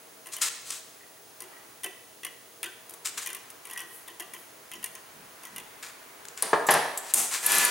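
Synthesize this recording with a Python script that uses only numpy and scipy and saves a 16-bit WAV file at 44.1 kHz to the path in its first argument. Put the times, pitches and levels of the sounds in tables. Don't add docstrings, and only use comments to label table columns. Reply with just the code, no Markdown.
import sys
import numpy as np
from scipy import signal
from scipy.fft import rfft, irfft
from scipy.io import wavfile
from scipy.ndimage import uniform_filter1d

SR = 44100
rng = np.random.default_rng(int(sys.argv[2]) if len(sys.argv) > 2 else 0)


def to_wav(sig):
    pcm = np.clip(np.atleast_2d(sig), -1, 1) * 32767
    pcm = np.round(pcm).astype(np.int16)
    wavfile.write(sys.argv[1], SR, pcm.T)


N = 339657
TIME = np.arange(N) / SR


def from_db(db):
    return 10 ** (np.asarray(db) / 20)


def unit(x):
    return x / np.sqrt(np.mean(x ** 2) + 1e-18)


def on_axis(points, hz):
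    f, value = np.transpose(points)
    return np.interp(np.log(np.maximum(hz, 1)), np.log(f), value)


def colour(x, points, size=1024):
    cepstrum = irfft(np.log(from_db(on_axis(points, np.fft.rfftfreq(size, 1 / SR)))))
    cepstrum[1:size // 2] *= 2
    cepstrum[size // 2 + 1:] = 0
    response = irfft(np.exp(rfft(cepstrum)))
    return signal.fftconvolve(x, response / np.linalg.norm(response))[:len(x)]


def resonate(x, hz, width_hz):
    return signal.lfilter(*signal.iirpeak(hz, hz / width_hz, fs=SR), x)


def add(track, s, sound):
    start = int(s * SR)
    track[start:start + len(sound)] += sound[:max(N - start, 0)]


def stroke(times, db, fade_s=0.0023):
    outside = np.maximum(times[0] - TIME, 0) + np.maximum(TIME - times[-1], 0)
    return from_db(np.interp(TIME, times, db)) * np.exp(-outside / fade_s)


def push(s, rise_s, fall_s, db, depth_db=11.5):
    corners = s + np.cumsum([0, rise_s, fall_s])
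    return stroke(corners, [db - depth_db, db, db - depth_db])


def wander(rate):
    knots = np.arange(0, TIME[-1] + 1 / rate, 1 / rate)
    zigzag = np.interp(TIME, knots, rng.standard_normal(N)[:len(knots)])
    return uniform_filter1d(zigzag, int(SR / rate / 2))


def chatter(decay_s):
    envelope = np.exp(-TIME[:SR // 4] / decay_s)
    flurry = envelope * rng.standard_normal(len(envelope))
    return flurry * np.linalg.norm(envelope) / np.linalg.norm(flurry)


def friction(rate, spread_db):
    slipping = rng.random(N) < rate / SR
    size = from_db(spread_db * np.minimum(rng.exponential(size=N), 4))
    return unit(slipping * size * rng.standard_normal(N))


def ring(modes, detune, scatter_db):
    hz, db, t60 = np.transpose(modes)[:, :, None]
    shift, share, phase = rng.standard_normal((3, len(modes), 1))
    t = TIME[:SR // 4]
    gain = from_db(db + scatter_db * share)
    partials = np.sin(2 * np.pi * (hz * (1 + detune * shift) * t + phase))
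    decay = np.exp(-np.log(1000) * t / t60)
    return (gain * partials * decay).sum(0) / np.linalg.norm(gain)


def strike(modes, contact, detune):
    clean = ring(modes, detune, scatter_db=8.5)
    rough = signal.fftconvolve(contact, clean)[:len(clean)]
    return rough * np.linalg.norm(clean) / np.linalg.norm(rough)


def widen(mid, side, width):
    side_gain = from_db(on_axis(width, np.fft.rfftfreq(len(side), 1 / SR)))
    side = irfft(rfft(side) * side_gain, len(side))
    return np.array([mid + side, mid - side])


# f/Hz, level/dB
ROOM_TONE = [(25, -24), (50, -23), (80, -10.5), (125, -2.5), (200, -7), (300, 0), (430, -3.5), (800, -3.5),
             (1200, -6), (2000, -9.5), (4000, -9.5), (8000, -10.5), (13000, -25), (15500, -4)]
# f/Hz, width/Hz, level/dB
NOISE_BANDS = [(408.4, 7.3, -69), (465.6, 18, -66.5), (642, 8.2, -67), (6600, 350, -69), (9980, 1350, -61),
               (10900, 930, -71)]
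# t/s, relative level/dB
MID_SWELL = [(0.0, -56), (1.3, -60), (1.54, -50.5), (2.16, -64), (3.2, -52.5), (4.6, -53.5), (5.55, -49.5)]
# f/Hz, side level/dB
AIR_WIDTH = [(60, -14), (110, -19), (200, -5), (380, -6.5), (700, -2), (1290, -1.5), (2380, -3), (4400, -4),
             (8120, -7.5), (15000, -24)]

def background(floor_db=-51.5, swell_db=-4, whine_hz=15735, whine_db=-66):
    midrange = [(60, -16), (200, -10), (1000, 0), (2000, -2.5), (4000, -13), (9000, -19)]  # f/Hz, level/dB

    def air():
        noise = rng.standard_normal((3, N))
        steady = from_db(floor_db) * colour(noise[0], ROOM_TONE, size=4096)
        bands = sum(from_db(db) * unit(resonate(noise[1], hz, width)) for hz, width, db in NOISE_BANDS)
        swell = from_db(np.interp(TIME, *np.transpose(MID_SWELL)) + swell_db)
        return steady + bands + swell * colour(noise[2], midrange)
    whine = from_db(whine_db) * unit(np.sin(2 * np.pi * whine_hz * TIME))
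    return widen(air(), air(), AIR_WIDTH) + whine


# f/Hz, t60/s
WALL_DECAY = [(150, 0.59), (500, 0.87), (1400, 0.81), (3700, 0.84), (9000, 0.65), (15000, 0.35)]
# f/Hz, side level/dB
ECHO_WIDTH = [(100, -9), (300, -11), (700, -9.5), (1500, -8), (4000, -5), (8000, -7), (12000, -13),
              (15000, -34)]

def room_response(build_s=0.0028, treble_db=-3):
    t, hz = TIME[:SR], np.fft.rfftfreq(SR, 1 / SR)
    centres = np.geomspace(100, 16000, 9)
    noise = rfft(rng.standard_normal((2, SR)))
    tail = np.zeros((2, SR))
    for centre, pick in zip(centres, np.eye(len(centres))):
        band = irfft(noise * on_axis(np.column_stack([centres, pick]), hz), SR)
        decay = np.exp(-np.log(1000) * t / on_axis(WALL_DECAY, centre))
        tail += band * from_db(treble_db * centre / centres[-2]) * decay
    tail *= 1 - np.exp(-t / build_s)
    return widen(*tail, ECHO_WIDTH) / np.linalg.norm(tail[0])


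# t/s, rise/s, fall/s, relative peak/dB
SKIN_BRUSHES = [(3.87, 0.082, .09, -44), (4.36, 0.033, .08, -49)]
# f/Hz, level/dB
SKIN_COLOUR = [(4000, -30), (8000, -11), (10300, -1), (13000, -7), (15500, -11)]
# t/s, rise/s, fall/s, relative peak/dB
HAND_PRESSES = [(4.26, 0.067, 0.22, -64), (4.72, .036, 0.25, -59), (5.13, .06, .13, -55.5),
                (5.49, 0.056, 0.11, -52)]

def fingers(brush_db=-2, press_db=-3):
    dull = [(50, -13), (110, -9), (170, 4.5), (260, 1.5), (600, -26), (3000, -52)]  # f/Hz, level/dB
    hiss = sum(push(*row) for row in SKIN_BRUSHES) * colour(rng.standard_normal(N), SKIN_COLOUR)
    rumble = sum(push(*row) for row in HAND_PRESSES) * colour(rng.standard_normal(N), dull, size=4096)
    return from_db(brush_db) * hiss + from_db(press_db) * rumble


# t/s, rise/s, fall/s, relative peak/dB
STEEL_SKIDS = [(7.138, .004, 0.037, -28.5), (7.15, 0.034, 0.079, -22), (7.28, 0.053, 0.05, -36),
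               (7.39, 0.083, .02, -31.5)]
# t/s, relative level/dB
BAR_DRAG = [(7.43, -38), (7.478, -36), (7.508, -28.5), (7.645, -30), (7.7, -39)]
# f/Hz, level/dB
SKID_SPECTRUM = [(50, -29), (130, -24.5), (270, -9), (550, -10), (700, -5.5), (1300, -8.5), (2200, -8),
                 (4500, -11.5), (6800, -0.5), (8600, 2.5), (11000, -1.5), (15500, -12)]
DRAG_SPECTRUM = [(50, -26), (100, -30), (160, -9.5), (300, -4), (1000, 0), (1700, 3), (2600, 2), (4500, -2),
                 (7000, 2.5), (9000, 3), (11000, -1), (13000, -1), (15500, -12)]

def sliding_steel(skid_db=-2, rub_db=3):
    skid_gain = sum(push(*row) for row in STEEL_SKIDS)
    drag_gain = stroke(*np.transpose(BAR_DRAG))
    skid = skid_gain * colour(friction(rate=20000, spread_db=-1), SKID_SPECTRUM)
    rub = drag_gain * colour(friction(rate=9000, spread_db=2), DRAG_SPECTRUM)
    return from_db(skid_db) * skid + from_db(rub_db) * rub


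# f/Hz, relative level/dB, t60/s
BAR_RING = [(980, -5, 1.2), (1194, -11, .5), (1443, -11, .4), (1717, 2.5, .7), (1750, -8, .3),
            (2014, -8, .6), (2378, -12, .5), (2411, -13, .5), (2665, -14, .5), (4037, -13, .5),
            (4577, -9, 1), (6920, -10, 1), (8158, -15, .5), (10660, -13, .2), (12200, -15, .2)]

def singing_bar(sing_db=-1.5):
    power = stroke(*np.transpose(BAR_DRAG)) ** 2
    sing = np.zeros(N)
    for hz, db, t60 in BAR_RING:
        loss_rate = 2 * np.log(1000) / t60
        energy = signal.lfilter([loss_rate / SR], [1, loss_rate / SR - 1], power)
        gain = np.sqrt(energy) * from_db(db + 2 * wander(loss_rate))
        sing += gain * unit(np.sin(2 * np.pi * hz * TIME + wander(loss_rate)))
    return from_db(sing_db) * sing


# t/s, relative level/dB, ring f/Hz, chatter decay/s
STEEL_CLINKS = [(6.4233, -12.5, 9440, 0.0046), (6.6675, -24, 7840, 0.022), (6.707, -15.5, 11000, 0.013),
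                (6.7392, -13, 9000, 0.0039), (6.9747, -20, 8150, 0.0091), (7.1379, -5, 8840, 0.002),
                (7.1422, -8, 9000, 0.0028), (7.4626, -11.5, 11300, 0.0064), (7.5192, -13, 10800, 0.0027),
                (7.5496, -13, 10800, 0.0038), (7.5832, -9.5, 10100, 0.0019), (7.65, -10.5, 10900, 0.0028)]
# f/Hz, level/dB
CLINK_COLOUR = [(500, -47), (2000, -4), (4500, -1), (7000, -3), (9500, 14), (12000, 8.5), (16000, -2)]

def clinks(crack_db=-6, ping_db=-7, width_hz=1500):
    out = np.zeros(N)
    for s, db, hz, decay_s in STEEL_CLINKS:
        contact = chatter(decay_s)
        ping = resonate(resonate(contact, hz, width_hz), hz, 2 * width_hz)
        ping *= np.linalg.norm(contact) / np.linalg.norm(ping)
        crack = colour(contact, CLINK_COLOUR)
        add(out, s, from_db(db + crack_db) * crack + from_db(db + ping_db) * ping)
    return out


# t/s, relative level/dB, low-pass f/Hz, thump decay/s
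BENCH_KNOCKS = [(6.424, -32, 4750, 0.068), (6.531, -10, 1520, 0.014), (6.687, -13, 2460, 0.024),
                (6.709, -20, 4280, 0.03), (6.738, -21.5, 3250, 0.052), (6.757, -17.5, 540, 0.015),
                (7.138, -41, 4000, 0.0021)]
# f/Hz, level/dB
THUMP_COLOUR = [(40, -26), (95, -30), (150, -14.5), (280, -9.5), (450, -4), (600, -3), (950, 0.5),
                (1400, -6), (1850, -2.5), (2400, -10), (4000, -9), (8000, -4), (15000, -38)]
# f/Hz, relative level/dB, t60/s
BOARD_MODES = [(415, 0, .09), (472, -1, .16), (574, -1, .12), (706, -2, .18), (810, -4, .12),
               (850, -3, .14), (955, -4, .1), (1058, -4, .14), (1180, -5, .14), (1700, -3, .1),
               (1805, -5, .1), (1955, -5, .12)]

def bench(knock_db=1.5, ring_db=-7):
    out = np.zeros(N)
    for s, db, top_hz, decay_s in BENCH_KNOCKS:
        thump = colour(chatter(decay_s), THUMP_COLOUR, size=4096)
        blow = thump + from_db(ring_db) * ring(BOARD_MODES, detune=.005, scatter_db=2)
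        add(out, s, from_db(db + knock_db) * signal.lfilter(*signal.butter(2, top_hz, fs=SR), blow))
    return signal.lfilter(*signal.butter(2, 125, "high", fs=SR), out)


# t/s, rise/s, fall/s, relative peak/dB, rasp against hiss/dB
GRIT_SCRAPES = [(0.319, 0.017, 0.032, -31.5, -10), (0.413, 0.0054, 0.069, -19.5, -8.5),
                (0.655, 0.069, 0.074, -33.5, -9.5), (3.049, .004, 0.047, -27, -10),
                (3.1742, 0.0018, .028, -28, -1.5), (3.208, 0.019, .028, -33.5, -5.5),
                (5.827, .002, 0.078, -40.5, 2.5), (6.372, 0.0035, 0.073, -41.5, 0.5),
                (7.03, 0.078, .02, -37.5, -1.5), (7.31, 0.031, 0.05, -26, -1.5)]
# t/s, relative level/dB
GRAIN_CRACKS = [(0.483, -21.5), (0.7041, -22.5), (0.707, -19.5), (3.0525, -33), (3.058, -17),
                (3.0719, -20.5), (5.827, -30), (5.839, -37), (6.2528, -28.5), (6.285, -28), (6.3764, -25.5)]
# f/Hz, level/dB
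HISS_COLOUR = [(60, -57), (2000, -16), (3800, -8), (5500, -7.5), (7200, -3), (8800, -4), (10500, -10.5),
               (13000, -16.5), (16000, -24)]
RASP_COLOUR = [(50, -30), (250, -14.5), (750, -6), (1050, 7), (1500, 6.5), (2400, 7), (3300, 2.5),
               (5000, -1.5), (9000, -7.5)]
CRACK_COLOUR = [(60, -52), (500, -17.5), (1500, -2.5), (4000, -4), (8000, 1.5), (12000, -13), (16000, -16)]

def scrapes(trim_db=-3):
    hiss_gain, rasp_gain, cracks = np.zeros((3, N))
    for s, rise_s, fall_s, db, rasp_db in GRIT_SCRAPES:
        gain = push(s, rise_s, fall_s, db)
        hiss_gain += gain
        rasp_gain += from_db(rasp_db) * gain
    for s, db in GRAIN_CRACKS:
        add(cracks, s, from_db(db) * chatter(decay_s=0.0015))
    hiss = colour(hiss_gain * friction(rate=9000, spread_db=1.6), HISS_COLOUR)
    rasp = colour(rasp_gain * friction(rate=5000, spread_db=1.6), RASP_COLOUR)
    return from_db(trim_db) * (hiss + rasp + colour(cracks, CRACK_COLOUR))


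# t/s, rise/s, fall/s, relative peak/dB
THREAD_CREAKS = [(0.96, .05, 0.17, -48.5), (1.52, 0.016, 0.12, -49), (3.7, .095, 0.039, -38)]
# f/Hz, relative level/dB, t60/s
CLAMP_RING = [(1549, -18, 0.16), (1768, -5.5, 0.048), (1944, 2.5, 0.048), (1940, -7.5, 0.12),
              (2016, 1.5, 0.029)]

def creak(creak_db=-5):
    gain = sum(push(*row) for row in THREAD_CREAKS)
    slips = friction(rate=90, spread_db=2)
    clamp = ring(CLAMP_RING, detune=.003, scatter_db=0.5)
    return from_db(creak_db) * gain * unit(signal.fftconvolve(slips, clamp)[:N])


# t/s, hold/s, bite/dB, release/dB, load on the tap/dB, vise thud/dB
FLUTE_CATCHES = [(0.259, .0106, -39, -31, -14, -52), (0.3652, 0.018, -26, -34, -10, -50),
                 (1.4044, 0.016, -29.5, -31, -14, -42.5), (1.8341, 0.0087, -27.5, -21.5, -1, -35),
                 (2.2326, .0158, -36, -22.5, -1.5, -41), (2.6302, 0.011, -22, -24.5, -0.5, -40),
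                 (2.895, .0128, -32.5, -35, -44, -44.5), (2.9375, 0.0044, -32, -42, -45, -70),
                 (3.261, 0.011, -24.5, -24, -4, -50), (3.302, 0.0047, -30, -42, -11.5, -51),
                 (3.33, 0.018, -28.5, -25, -11, -55), (3.5027, 0.0076, -33.5, -43, -52, -63),
                 (3.6526, .0182, -32, -35, -15.5, -62), (3.6986, 0.012, -34, -30.5, -10.5, -65),
                 (3.7335, 0.023, -29.5, -41, -16, -58), (3.7753, 0.016, -26, -33, -3, -52),
                 (3.8034, .0132, -28.5, -34, -26, -46), (4.0775, 0.0051, -37.5, -35, -13.5, -45),
                 (4.1977, .0061, -27, -28.5, -8, -39), (4.336, .0101, -30.5, -35.5, -10.5, -48),
                 (4.7155, 0.02, -32, -32, -7.5, -45), (4.828, .0137, -35, -20, -4, -50),
                 (4.952, 0.0047, -32, -54, -10.5, -58), (5.434, 0.018, -37, -31, -14.5, -53),
                 (5.5612, 0.02, -28, -27.5, -8.5, -46)]
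# f/Hz, level/dB
TICK_COLOUR = [(60, -45), (500, -27), (2000, -13), (3300, -12), (4300, -16), (6300, -8), (7800, -11),
               (9200, 0), (10600, -1), (11700, -8), (13000, -3), (14500, -11), (16000, -15)]
# f/Hz, relative level/dB, t60/s
TAP_RING = [(2380, -2, .025), (2630, 0, .028), (2790, -1, .025), (2920, -3, .02), (3060, -2, .03),
            (3200, -4, .025), (3450, -6, .022), (4750, -13, .015), (5680, -9, .018), (6290, -7, .015),
            (6750, -9, .015)]
JAW_RING = [(1023, 7, 0.062), (1142, -10.5, 0.15), (1370, -10, 0.034)]
VISE_RING = [(343, 0, 0.11), (374, -1.5, 0.17), (475, -8, 0.038), (727, -11, 0.13)]

def tap(tick_db=-4, thud_db=-5, tick_s=0.0044, crunch_s=0.0094, settle_s=0.018, settle_db=-9.5):
    ticks, body = np.zeros((2, N))
    # modes, level at full load/dB, dB per dB of load, detune
    parts = [(TAP_RING, -26, 1, .012), (CLAMP_RING, -31, 1, .01), (JAW_RING, -43, .25, .02)]
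    for s, hold_s, bite_db, release_db, load_db, vise_db in FLUTE_CATCHES:
        slips = [(s, bite_db), (s + hold_s, release_db), (s + hold_s + settle_s, release_db + settle_db)]
        for at, db in slips:
            add(ticks, at, from_db(db + tick_db) * chatter(tick_s))
            share_db = 0.41 * (db - max(bite_db, release_db))
            for modes, full_db, slope, detune in parts:
                crunch = strike(modes, chatter(crunch_s), detune)
                add(body, at, from_db(full_db + slope * load_db + share_db) * crunch)
        for at, _ in slips[1:]:
            thud = strike(VISE_RING, chatter(crunch_s), detune=.025)
            add(body, at, from_db(vise_db + thud_db) * thud)
    body = signal.lfilter(*signal.butter(2, 220, "high", fs=SR), body)
    return colour(ticks, TICK_COLOUR), body


def scene(early_db=-16):
    ticks, body = tap()
    # sound, room send/dB, left minus right/dB
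    sources = [(ticks + fingers(), -12, 1),
               (body + creak(), -10, .3),
               (scrapes(), -9, 1.7),
               (bench(), -7, -.6),
               (clinks(), -7, .5),
               (sliding_steel(), -4, .9),
               (singing_bar(), -12, .5)]
    direct = sum(x * from_db([[pan_db / 2], [-pan_db / 2]]) for x, _, pan_db in sources)
    sent = sum(x * from_db(room_db) for x, room_db, _ in sources)
    near = chatter(decay_s=0.0013)
    early = from_db(early_db) * signal.fftconvolve(direct.mean(0), near / np.linalg.norm(near))[:N]
    echoes = signal.fftconvolve(sent[None], room_response(), axes=1)[:, :N]
    return direct + np.array([early, -early]) + echoes + background()


def record(dry):
    return signal.sosfilt(signal.ellip(10, .2, 70, 15900, fs=SR, output="sos"), dry)


dry = scene()
out = record(dry)
to_wav(out)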